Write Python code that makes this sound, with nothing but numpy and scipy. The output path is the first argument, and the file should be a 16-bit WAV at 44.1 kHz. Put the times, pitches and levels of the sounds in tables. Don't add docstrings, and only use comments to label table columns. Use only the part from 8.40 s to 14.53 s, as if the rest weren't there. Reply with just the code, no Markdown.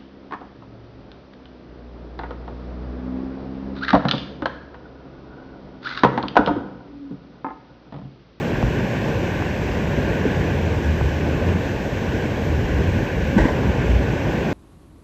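import sys
import numpy as np
from scipy import signal
from scipy.fft import rfft, irfft, next_fast_len
from scipy.io import wavfile
from scipy.ndimage import uniform_filter1d, map_coordinates

SR = 44100
rng = np.random.default_rng(int(sys.argv[2]) if len(sys.argv) > 2 else 0)


def wav_out(sig):
    wavfile.write(sys.argv[1], SR, np.round(np.clip(np.atleast_2d(sig).T, -1, 1) * 32767).astype(np.int16))


N = 270333


def amp(db):
    return 10 ** (np.asarray(db) / 20)


def unit(x):
    return x / np.sqrt(np.mean(x ** 2) + 1e-20)


def along(points, hz):
    point_hz, value = np.transpose(points)
    return np.interp(np.log(hz + 1), np.log(point_hz + 1), value)


def curves(rows):
    time_s, *columns = np.transpose(rows)
    return [np.interp(np.arange(N) / SR, time_s, column) for column in columns]


def wobble(rate):
    knots = rng.standard_normal(int(N * rate / SR) + 4)
    return map_coordinates(knots, [np.arange(N) * rate / SR])


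def filtered(x, response):
    m = next_fast_len(N + SR // 2)
    return irfft(rfft(x, m) * response(np.fft.rfftfreq(m, 1 / SR)), m)[..., :N]


# time_s, level_db
SURGE_LEVEL = [(0, -48), (.13, -25.5), (.75, -31.5), (1.35, -27), (1.98, -25.5), (2.7, -27.5), (3.1, -29),
               (3.3, -28.5), (3.6, -27.5), (3.9, -29), (4.1, -25), (4.4, -23.5), (4.74, -25), (4.92, -24.5),
               (5.5, -24), (6.13, -31)]
# pitch_hz, level_db (per Hz)
SURGE_SPECTRUM = [(20, -50), (35, -4), (55, 8), (90, 9), (130, -0.5), (250, -59)]
ROAR_SPECTRUM = [(30, -41), (70, -9.5), (130, 1.5), (300, -4.5), (420, -5.5), (570, -7), (650, -13),
                 (780, -13.5), (1100, -16), (1600, -19.5), (2050, -25), (2450, -23.5), (2700, -25.5),
                 (4000, -40.5), (6000, -60)]
SPRAY_SPECTRUM = [(1500, -9.5), (3000, -0.5), (4800, -5), (5900, -3.5), (8000, -12), (12500, -7.5),
                  (14500, -17)]
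ROAR_DB, SPRAY_DB = -21.5, -46


def torrent():
    (surge_db,) = curves(SURGE_LEVEL)
    swell_db = 0.83 * wobble(3.52)
    surge = amp(surge_db + .6 * wobble(4)) * rush(SURGE_SPECTRUM, patchy_db=.3)
    gurgles = bubbles(count=2500, middle_hz=759, cycles=7.1, spread_db=16.5)
    roar = rush(ROAR_SPECTRUM, patchy_db=0.77) + amp(-18.5) * gurgles
    spray = rush(SPRAY_SPECTRUM, patchy_db=.9) * amp(.4 * wobble(12))
    return surge + amp(ROAR_DB + swell_db) * roar + amp(SPRAY_DB) * spray


def rush(spectrum, patchy_db):
    z = signal.stft(rng.standard_normal(N), nperseg=512)[2]
    field = uniform_filter1d(rng.standard_normal(z.shape), size=5, axis=0)
    field = uniform_filter1d(field, size=10, axis=1)
    noise = signal.istft(z * amp(patchy_db * unit(field)), nperseg=512)[1][:N]
    return unit(filtered(noise, lambda hz: amp(along(spectrum, hz))))


def bubbles(count, middle_hz, cycles, spread_db):
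    when, size, loud = rng.random((count, 3)).T
    pitch_hz = middle_hz * np.exp(1.593 * (size - .5))[:, None]
    t = np.arange(700) / SR
    turns = pitch_hz * t
    tone = np.sin(2 * np.pi * turns * (1 + 0.087 * turns / cycles))
    rings = tone * turns * np.exp(-3 * turns / cycles)
    rings = rings * amp(spread_db * loud)[:, None]
    at = (when * N).astype(int)[:, None] + np.arange(len(t))
    return unit(np.bincount(at.ravel(), rings.ravel(), N + len(t))[:N])


# start_s, thud_db, tick_db, boom_db, last_hz (pitch the thud settles on)
KNOCKS = [(.2277, -6.5, -7.5, -17, 116), (.572, -16, -30, -33, 100), (1.0235, -18, -9.5, -27, 90),
          (1.853, -7, -30, -35, 410), (1.8605, -5, -30, -35, 265), (1.877, -13, -30, -35, 200),
          (1.898, -12, -30, -33, 190), (2.6115, -10, -10.5, -20, 92), (4.964, 1.5, -30, -30, 200),
          (4.979, -11, -30, -35, 330), (4.989, -10, -22, -11.5, 115), (5.052, -7, -22, -30, 255),
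          (5.234, -18, -11, -31, 100), (5.535, -9, -30, -30, 90), (5.683, -7, -25, -28, 110)]
GLIDE_CYCLES, RING_CYCLES = .9, 14
SOFT_START = 1.2
HARD_START_HZ, HARD_TICK_DB = 110, -3


def knocks():
    out, t = np.zeros(N + SR), np.arange(SR // 3) / SR
    tick = -np.sin(2 * np.pi * 800 * t) * np.exp(-t / .0009)
    boom_swell = (t / .022) ** 2 * np.exp(2 - t / .011)
    boom = -np.sin(2 * np.pi * 55 * t) * boom_swell
    for start_s, thud_db, tick_db, boom_db, last_hz in KNOCKS:
        hardness = min(amp(tick_db - thud_db - HARD_TICK_DB), 1)
        first_hz = SOFT_START * last_hz + hardness * HARD_START_HZ
        fading = np.exp(-t * last_hz / GLIDE_CYCLES)
        hz = last_hz + (first_hz - last_hz) * fading
        level = amp(thud_db - 60 * t * last_hz / RING_CYCLES) * (1 - fading)
        thud = np.sin(2 * np.pi * np.cumsum(hz) / SR) * level
        out[round(start_s * SR):][:len(t)] += thud + amp(tick_db) * tick + amp(boom_db) * boom
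    return out[:N]


# peak_s, level_db
CRUNCH_BURSTS = [(4.985, -16.5), (5.008, -18.5), (5.054, -20.5), (5.092, -27)]
# centre_hz, width_hz, level_db (relative)
SHEET_MODES = [(125, 60, -3), (260, 60, -2), (350, 60, -1), (570, 110, -3), (830, 90, -7), (990, 90, -5),
               (1560, 110, -13), (1900, 140, -14), (2150, 120, -20), (2900, 500, -32)]
BUCKLE_RISE_S, BUCKLE_T60_S = .08, .3


def crunch():
    t = np.arange(N) / SR
    power = np.zeros(N)
    for peak_s, level_db in CRUNCH_BURSTS:
        away = np.maximum((peak_s - t) / BUCKLE_RISE_S, (t - peak_s) / BUCKLE_T60_S)
        power += amp(level_db - 60 * away) ** 2

    def sheet(hz):
        total = 0
        for k, (centre, width, level_db) in enumerate(SHEET_MODES):
            damping = 1j * hz * width
            total = total + (-1) ** k * amp(level_db) * damping / (centre ** 2 - hz ** 2 + damping)
        return total

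    buckling = amp(1.5 * wobble(150)) * rng.standard_normal(N)
    return np.sqrt(power) * unit(filtered(buckling, sheet))


# time_s, pitch_hz, level_db (rms of the fundamental)
HUM_SWELLS = [
    [(1.9, 88.9, -28), (2.14, 93.4, -25.5), (2.2, 84.5, -29), (2.28, 80.3, -21.5), (2.4, 77.6, -30),
     (2.47, 77.2, -19.5), (2.55, 77.8, -17), (2.6, 76, -27), (2.64, 70, -15), (2.69, 72.1, -22),
     (2.76, 82.8, -23), (2.81, 76.2, -24), (2.86, 76.6, -26), (2.92, 76.1, -23), (2.99, 79.6, -26.5),
     (3.08, 86.8, -21), (3.17, 86.2, -22), (3.24, 86.4, -35)],
    [(4.05, 80.5, -21), (4.3, 72.54, -33), (4.37, 70.4, -20), (4.5, 91.7, -19), (4.62, 83.7, -37)],
    [(5.25, 63.2, -27), (5.4, 61.3, -30), (5.5, 58, -16), (5.6, 61.3, -17), (5.66, 57, -27)],
]


def hum():
    out, t = np.zeros(N), np.arange(N) / SR
    for rows in HUM_SWELLS:
        hz, level_db = curves(rows)
        phase = 2 * np.pi * np.cumsum(hz) / SR + 0.35 * wobble(14)
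        fade = np.clip(np.minimum(t - rows[0][0], rows[-1][0] - t) / 0.034, 0, 1)
        tone = np.sin(phase) + amp(-13) * np.sin(2 * phase) + amp(-20) * np.sin(3 * phase)
        out += np.sqrt(2) * amp(level_db + 1.4 * wobble(16)) * fade * tone
    return out


NOTCH_HZ, NOTCH_WIDTH_HZ = 1314.6, 92
BUMP_HZ, BUMP_WIDTH_HZ = 1451, 308
BUMP_DRIFT_HZ = 45


def sheltered(x):
    def mode(hz, centre, width):
        return centre ** 2 - hz ** 2 + 1j * hz * width

    def hollow(bump_hz):
        return filtered(x, lambda hz: mode(hz, NOTCH_HZ, NOTCH_WIDTH_HZ) / mode(hz, bump_hz, BUMP_WIDTH_HZ))

    low, high = hollow(BUMP_HZ - BUMP_DRIFT_HZ), hollow(BUMP_HZ + BUMP_DRIFT_HZ)
    share = .5 + .5 * np.tanh(wobble(4))
    return share * high + (1 - share) * low


def scene():
    street = torrent() + crunch() + hum()
    return (sheltered(street) + knocks())[None]


# pitch_hz, level_db
TREBLE = [(7800, 1), (8500, -7.5), (9300, -28), (10500, -35), (11300, -15), (12200, -6.5), (13900, -2.5),
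          (14400, -11.5)]
TOP_HZ = 14680


def record(dry):
    return filtered(dry, lambda hz: amp(along(TREBLE, hz)) * (hz < TOP_HZ))


dry = scene()
out = record(dry)
wav_out(out)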